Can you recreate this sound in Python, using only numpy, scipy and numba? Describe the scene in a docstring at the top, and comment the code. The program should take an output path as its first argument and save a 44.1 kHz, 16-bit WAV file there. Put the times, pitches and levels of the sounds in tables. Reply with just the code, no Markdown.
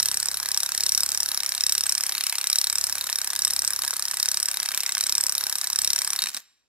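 """Yard beside a house: a rotary hammer drives a long steel rod into gravel, some metres from a phone.
About 35 blows a second ring decaying modes of rod and housing; loose parts chatter between blows.
The ground thuds in multiples of the stroke rate, the motor is grainy coloured noise, and the slowly
turning rod changes which rings are heard. The trigger is released, the striker bounces out, the yard echoes."""
import sys
import numpy as np
from scipy import signal
from scipy.fft import rfft, irfft, next_fast_len
from scipy.io import wavfile
from numba import njit

SR = 44100
rng = np.random.default_rng(int(sys.argv[2]) if len(sys.argv) > 2 else 0)


def undo_db(level):
    """Turn decibels back into plain size, where 20 dB means ten times bigger."""
    steps = np.asarray(level, float) / 20
    return 10 ** steps


def log_audio(samples):
    """Write samples as a 16-bit WAV file to the path given in sys.argv[1]."""
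    # one column per channel
    frames = np.atleast_2d(samples).T
    # limit to full scale, then quantise
    limited = np.clip(frames, -1, 1)
    pcm = np.round(limited * 32767).astype(np.int16)
    wavfile.write(sys.argv[1], SR, pcm)


N = 294571

# start of each half turn of the rod, which runs freely, then binds and slows: (time [s])
HALF_TURN_S = [-.0292, .3703, .8345, 1.3153, 1.6362, 2.1496, 2.5279, 2.9807, 3.4485, 3.7895, 4.2859, 4.5411,
               5.0371, 5.3789, 5.8166, 6.1888]


def level(x, db):
    """Scale to an rms level."""
    return x * undo_db(db) / np.sqrt(np.mean(x ** 2))


def colour(x, spectrum):
    """Weight by (frequency [Hz], level [dB]) points joined on a log-frequency axis."""
    hz, db = np.transpose(spectrum)
    size = x.shape[-1]
    f = np.arange(1, size // 2 + 2) * SR / size
    weight = undo_db(np.interp(np.log(f), np.log(hz), db))
    return irfft(rfft(x) * weight, size)


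def walk(rate_hz, count):
    """Random levels joined by straight lines, rate_hz new ones a second."""
    knots = rng.standard_normal((count, int(N / SR * rate_hz) + 2))
    position = np.arange(N) / SR * rate_hz
    return np.array([np.interp(position, np.arange(len(k)), k) for k in knots])


@njit
def decay(size, start, turn, fall, rise, gain, floor):
    """Damped rotations, each swelling over the contact time and running until it is faint."""
    out = np.zeros(size)
    for k in range(len(start)):
        z = gain[k]
        step = fall[k] * np.exp(1j * turn[k])
        i = start[k]
        unrisen = 1.
        remaining = 1.
        while remaining > floor and i < size:
            unrisen *= rise
            if i >= 0:
                out[i] += z.imag * (1 - unrisen)
            z *= step
            remaining *= fall[k]
            i += 1
    return out


def ring(modes, s, db, scatter_db=1.79, detune=0.00714, contact_ms=0.14):
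    """Strike a set of modes; each blow lands differently, so sizes, phases and pitches scatter."""
    hz, mode_db, t60_s = np.transpose(modes)
    chance = rng.standard_normal((len(s), 3, len(hz)))
    size_db = db[:, None] + mode_db + scatter_db * chance[:, 0]
    gain = undo_db(size_db) * np.exp(1j * np.pi * chance[:, 1])
    turn = 2 * np.pi * hz * (1 + detune * chance[:, 2]) / SR
    fall = np.exp(-np.log(1000) / (t60_s * SR)) + 0 * turn
    start = np.repeat(np.round(s * SR).astype(np.int64), len(hz))
    rise = np.exp(-1000 / (contact_ms * SR))
    return decay(N, start, turn.ravel(), fall.ravel(), rise, gain.ravel(), 1 / 500)


def strokes():
    """Time [s] of every stroke, and the turns the rod has made by then."""
    # blows struck by the start of each half turn: (count)
    blows_so_far = [0, 14, 30, 47, 58, 76, 89, 105, 121, 133, 150, 159, 176, 188, 203, 216]
    count = np.arange(blows_so_far[-1] + 1)
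    s = np.interp(count, blows_so_far, HALF_TURN_S)
    turns = np.interp(count, blows_so_far, np.arange(len(blows_so_far)) / 2)
    return s, turns


def stroke_levels():
    """Levels of every stroke follow the angle of the rod and the slow lean of the tool."""
    # heard from this side at even steps round one turn: (bending rings [dB], low rings [dB],
    # middle ring [dB], high rings [dB], housing [dB], shell [dB], ground thud [dB])
    round_turn = [(-21.5, -20, -27.5, -20.5, -34.5, -33.5, -55), (-22, -20.5, -28, -20, -34.5, -33, -51.5),
                  (-26.5, -23, -26, -22, -33, -34, -50), (-29.5, -21.5, -29.5, -21.5, -32.5, -34, -57.5),
                  (-23, -28, -36, -21.5, -32.5, -34.5, -56), (-23, -25, -33.5, -21.5, -32, -32.5, -64),
                  (-26, -25, -32, -22, -33.5, -32.5, -68), (-25, -26, -31.5, -23, -32.5, -31.5, -67.5)]
    # drift as the tool is leant on: (time [s], shell [dB], ground thud [dB])
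    lean = [(0, -.6, 13), (.4, -4, 7), (.8, 0, 9), (1.2, -3, 3), (1.45, .6, -1.5), (1.9, 1.9, -4),
            (2.2, 7.5, -7), (2.35, 5, -19), (2.6, 2.6, -14), (2.83, 0, 7), (3.2, -1.8, 0), (3.6, -3, 3),
            (4.1, -3.6, 5), (4.5, 2.1, -8), (4.85, 4, -3), (5.2, -1.7, -1.2), (5.7, -1.1, -1.5),
            (5.82, -.4, 10), (6, 2.8, -10)]
    s, turns = strokes()
    angle = np.arange(len(round_turn)) / len(round_turn)
    db = np.array([np.interp(turns, angle, column, period=1) for column in np.transpose(round_turn)])
    lean_s, *drifts = np.transpose(lean)
    shell_drift, thud_drift = [np.interp(s, lean_s, column) for column in drifts]
    db[-2] += shell_drift
    db[-1] += thud_drift
    db[0] += 0.3 * shell_drift  # bending rings follow in part
    return db


def still_air():
    """Steady coloured noise, independent on each side."""
    # air spectrum before levelling: (frequency [Hz], level [dB per Hz])
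    air = [(20, -20), (80, 0), (1000, -8), (6000, -14), (9000, -30), (16000, -50)]
    return level(colour(rng.standard_normal((2, N)), air), -79)


def yard(x):
    """Quick echoes off wall and deck, a faint tail from the trees; the shaking tool feeds changing paths."""
    # echo colour: (frequency [Hz], level [dB])
    echo_colour = [(60, -14), (300, -6), (1500, 0), (2800, 3.5), (4000, -3), (6000, -4), (8000, -10),
                   (12000, -9), (16000, -14)]
    near_t60_s, near_db = 0.045, -13.5
    far_t60_s, far_db = 0.66, -20.5
    side_share = 0.57  # echo particular to each side, against the shared one
    t = np.arange(SR * 3 // 4) / SR
    fade = 0
    for t60_s, db in ((near_t60_s, near_db), (far_t60_s, far_db)):
        tail_norm = np.sqrt(t60_s * SR / (2 * np.log(1000)))
        fade = fade + undo_db(db - 60 * t / t60_s) / tail_norm
    onset = np.minimum(t / 0.0022, 1)
    # three paths, each with a shared, a left and a right response
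    paths = colour(rng.standard_normal((3, 3, len(t))), echo_colour) * fade * onset
    responses = paths[:, :1] + side_share * paths[:, 1:]
    aim = walk(30, count=3)
    aim = aim / np.sqrt((aim ** 2).sum(axis=0))
    size = next_fast_len(N + len(t))
    heard = rfft(x * aim, size)[:, None] * rfft(responses, size)
    return irfft(heard.sum(axis=0), size)[:, :N]


def ground():
    """The soil is pushed once a stroke: a thud made of multiples of the stroke rate, each wavering a little."""
    # thud by multiple of the stroke rate: (level [dB], share of the thud's swells followed [ratio])
    thud_shape = [(-21, 0.65), (-2.5, 0.5), (-8.5, 0.35), (-13, .8), (-6.5, 0.24), (-14, .5), (-8, 0.19),
                  (-8, 0.25), (-10, 0.19), (-13, .2), (-9, 0.37), (-18.5, 0.39), (-21, 0.45), (-31, .2)]
    lag_ms, fade_s = 11.49, 0.026
    waver_db, waver_rad = 1.7, 0.68
    s, _ = strokes()
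    thud_db = stroke_levels()[-1]
    mean_db = np.mean(thud_db)
    t = np.arange(N) / SR
    multiple = np.arange(1, 15)[:, None]
    db, follow = np.transpose(thud_shape)[:, :, None]
    cycles = np.interp(t - lag_ms / 1000, s, np.arange(len(s)))
    fade = np.exp(-np.maximum(t - s[-1], 0) / fade_s)
    swing_db = np.interp(t, s, thud_db - mean_db)
    waver = walk(5, count=len(thud_shape))
    size = undo_db(db + follow * swing_db + waver_db * waver)
    tones = size * np.cos(2 * np.pi * multiple * cycles + waver_rad * waver[::-1])
    return fade * undo_db(mean_db) * tones.sum(axis=0)


def motor():
    """Fan and gear hiss, grainy with small rattles, dying as the brake stops it; partly scattered on its way."""
    # hiss spectrum before levelling: (frequency [Hz], level [dB per Hz])
    hiss_colour = [(60, -52.5), (200, -25.5), (510, -15), (1610, -6), (3050, -10.5), (5420, -5),
                   (7000, -1.5), (8250, -8), (9020, -12.5), (12700, -7), (15500, -12), (16200, -33.5)]
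    # hiss through time: (time [s], level [dB])
    hiss_level = [(0, -38.5), (3, -39.5), (6.2, -39), (6.33, -41.5), (6.38, -38.5), (6.42, -56),
                  (6.5, -100)]
    shared, left, right = rng.standard_normal((3, N))
    grain_db = 5 * np.repeat(rng.standard_normal(N // 96 + 1), 96)[:N]
    noise = shared + 2.1 * np.array([left, right])
    hiss = colour(undo_db(grain_db) * noise, hiss_colour)
    return level(hiss, 0) * undo_db(np.interp(np.arange(N) / SR, *np.transpose(hiss_level)))


def hammer():
    """Each stroke is a blow of four quick contacts, then the recoil clacks; free bounces end it."""
    # rod bending modes: (frequency [Hz], level [dB], t60 [s])
    rod_bend = [(3806, -7, 0.021), (4000, -5.5, 0.01), (4260, -5.5, .012), (4600, -7.5, 0.0094)]
    # low rod rings: (frequency [Hz], level [dB], t60 [s])
    rod_low = [(4810, -7, 0.0082), (5335, 0, 0.014), (5568, 9.5, 0.006), (6160, -3, 0.0056)]
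    # middle rod rings: (frequency [Hz], level [dB], t60 [s])
    rod_middle = [(6580, -8, .022), (7100, -10, .01), (7800, -4, .012), (8250, 6, .018), (8700, -6, .012)]
    # high rod rings: (frequency [Hz], level [dB], t60 [s])
    rod_high = [(9810, -24, .1), (10380, -13, .03), (12275, -26, .12), (12428, -22, .14), (12600, -20, .05),
                (12720, -21, .06), (13050, -28, .09), (13535, -24, .1), (14140, -15, .07),
                (14860, -23, .07)]
    # brief contact noise: (frequency [Hz], level [dB], t60 [s])
    crack = [(9450, -14, .009), (10100, -7, .015), (10800, -12, .012), (11500, -12, .012),
             (12100, -11, .012), (12600, -9, .015), (13300, -11, .012), (13900, -9, .012),
             (14500, -10, .012), (15100, -10, .012), (15550, -10, .012)]
    # housing modes: (frequency [Hz], level [dB], t60 [s])
    housing = [(460, -24.5, 0.026), (772, -19.5, 0.039), (1000, -11, 0.02), (1209, -9.5, 0.019),
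               (1640, 0, 0.011)]
    # shell modes: (frequency [Hz], level [dB], t60 [s])
    shell = [(2128, -8, 0.016), (2448, -5, 0.013), (2833, -12.5, .015), (3230, -8.5, 0.018)]
    # kick of the braked tool: (frequency [Hz], level [dB], t60 [s])
    kick = [(140, -37.5, 0.058), (213, -31.5, 0.06), (303, -41, 0.065)]
    # close pair in the chuck that beats and sings on: (frequency [Hz], level [dB], t60 [s])
    chuck = [(7380, -71, .6), (7414, -71, .6)]
    # pitch scatter from blow to blow, by family: (share of the pitch [ratio])
    detunes = [.006, .008, .009, .0006, .012, .05, .05]
    # contacts in each stroke: (time after the blow [ms], scatter [ms], rod [dB], housing [dB], scatter [dB])
    contacts = [(0, .1, -15, -9.5, 1), (.6, .1, -5, -4, 1), (1.1426, .12, 4, 3, 0.47),
                (2.413, .5, -4.5, 0, 0.5), (16.3, 0.53, -31, -27.5, 7.5), (20.71, .6, -21, -7.5, 5),
                (23.34, 1.5, -20.5, -6.5, 5)]
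    # striker bouncing after release: (time [s], rod [dB], housing minus rod [dB])
    bounces = [(6.2202, -12, -21.5), (6.2251, -16, -19), (6.2389, -13, -17), (6.2588, -17.5, -13),
               (6.2702, -17, -14), (6.2874, -18.5, -17), (6.2929, -20, -18), (6.346, -15, -20),
               (6.367, -20, -20), (6.3725, -18.5, -18)]
    # bounce level to each family of modes: (level [dB])
    bounce_rings_db = [-1.5, -8.5, -15.5, -10.5, -6, 4.5, 7.5]
    # force on the rod at the start of each half turn: (level [dB])
    turn_force_db = [.3, .1, .7, .2, -.9, 1.1, .7, 0, .1, -.4, 0, .1, .4, .6, .6, .2]
    # blows that land squarely: (time [s], extra force [dB])
    square_blows = [(.057, 1.5), (.201, 1.5), (.573, 4.2), (.631, 3.3), (.919, 2.5), (.976, 1.9),
                    (1.49, 2.1), (1.549, 2.5), (1.722, 2.9), (1.779, 2.9), (1.922, 2.1), (2.528, 3.1),
                    (2.584, 3.1), (2.839, 3.1), (3.156, 2.6), (3.39, 1.8), (3.448, 3), (3.819, 3),
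                    (3.877, 2.5), (4.198, 2.5), (4.228, 2.9), (4.775, 3), (5.008, 2.1), (5.379, 2.4),
                    (5.788, 1.6)]
    # the last blow glances: (bending rings up [dB], low rings up [dB])
    last_blow_db = (7, -6)
    scatter_db, alternate_db = 0.6, 1.2

    s, _ = strokes()
    square_s, square_db = np.transpose(square_blows)
    force_db = np.interp(s, HALF_TURN_S, turn_force_db)
    force_db[np.abs(s - square_s[:, None]).argmin(axis=1)] += square_db
    levels = stroke_levels()[:-1] + scatter_db * rng.standard_normal((len(s), 6)).T
    levels[:2, -1] += last_blow_db
    bend_db, low_db, middle_db, high_db = levels[:4] + force_db
    # strong-weak alternation, slipping its step now and then
    step = np.sign(np.interp(s * SR, np.arange(N), walk(2.5, count=1)[0]))
    housing_db, shell_db = levels[4:] + alternate_db * step * (-1) ** np.arange(len(s))

    lag_ms, spread_ms, rod, case, contact_scatter_db = np.transpose(contacts)
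    chance = rng.standard_normal((len(s), 2, len(lag_ms)))
    bounce_s, bounce_db, bounce_case = np.transpose(bounces)
    contact_s = s[:, None] + (lag_ms + spread_ms * chance[:, 0]) / 1000
    when = np.r_[contact_s.ravel(), bounce_s]
    # modes, stroke level, contact levels, extra bounce level (all dB)
    families = (
        (rod_bend, bend_db, rod, 0),
        (rod_low, low_db, rod, 0),
        (rod_middle, middle_db, rod, 0),
        (rod_high, high_db, rod, 0),
        (crack, high_db, rod, 0),
        (housing, housing_db, case, bounce_case),
        (shell, shell_db, case, bounce_case))
    out = 0
    for (modes, db, contact_db, free), free_db, detune in zip(families, bounce_rings_db, detunes):
        blow_db = db[:, None] + contact_db + contact_scatter_db * chance[:, 1]
        all_db = np.r_[blow_db.ravel(), bounce_db + free + free_db]
        out = out + ring(modes, when, all_db, detune=detune)
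    # the braked tool kicks in the hands on each free bounce
    out = out + ring(kick, bounce_s, bounce_db, detune=0.11, contact_ms=1.6)
    chuck_s = np.r_[s, bounce_s]
    return out + ring(chuck, chuck_s, np.zeros(len(chuck_s)), detune=0)


def scene():
    """Hammer and motor with their echoes, the ground under them, still air."""
    steel, hiss = hammer(), motor()
    echoes = yard(steel + hiss.mean(axis=0))
    return steel + hiss + echoes + ground() + still_air()


def roll_off(x):
    """The treble ends steeply here."""
    return signal.sosfilt(signal.butter(12, 16470, fs=SR, output="sos"), x)


def record(dry):
    """The phone's ports hear each pitch with their own phase and balance."""
    # phase between the ports: (frequency [Hz], left lead [rad])
    port_phase = [(30, -1.7), (200, -2.6), (290, -2), (550, -1.2), (600, -.3), (1460, -.2), (2840, -1.1),
                  (4570, -1.2), (6030, -2.4), (6700, -2.7), (6800, -1.2), (7100, .1), (9470, .2),
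                  (10900, .8), (14000, 2.7), (16000, 3.3)]
    # balance between the ports: (frequency [Hz], left minus right [dB])
    port_balance = [(100, 0), (250, -1), (700, -.5), (2400, 0), (6000, 0), (7000, -4), (8000, -1.5),
                    (9000, 0)]
    size = next_fast_len(N + SR // 10, real=True)
    f = np.arange(size // 2 + 1) * SR / size
    side = np.array([[.5], [-.5]])  # half the difference to each port
    phase = np.exp(1j * side * np.interp(f, *np.transpose(port_phase)))
    balance = undo_db(side * np.interp(f, *np.transpose(port_balance)))
    mix = irfft(rfft(dry, size) * phase * balance, size)[:, :N]
    return roll_off(mix)


dry = scene()
out = record(dry)
log_audio(out)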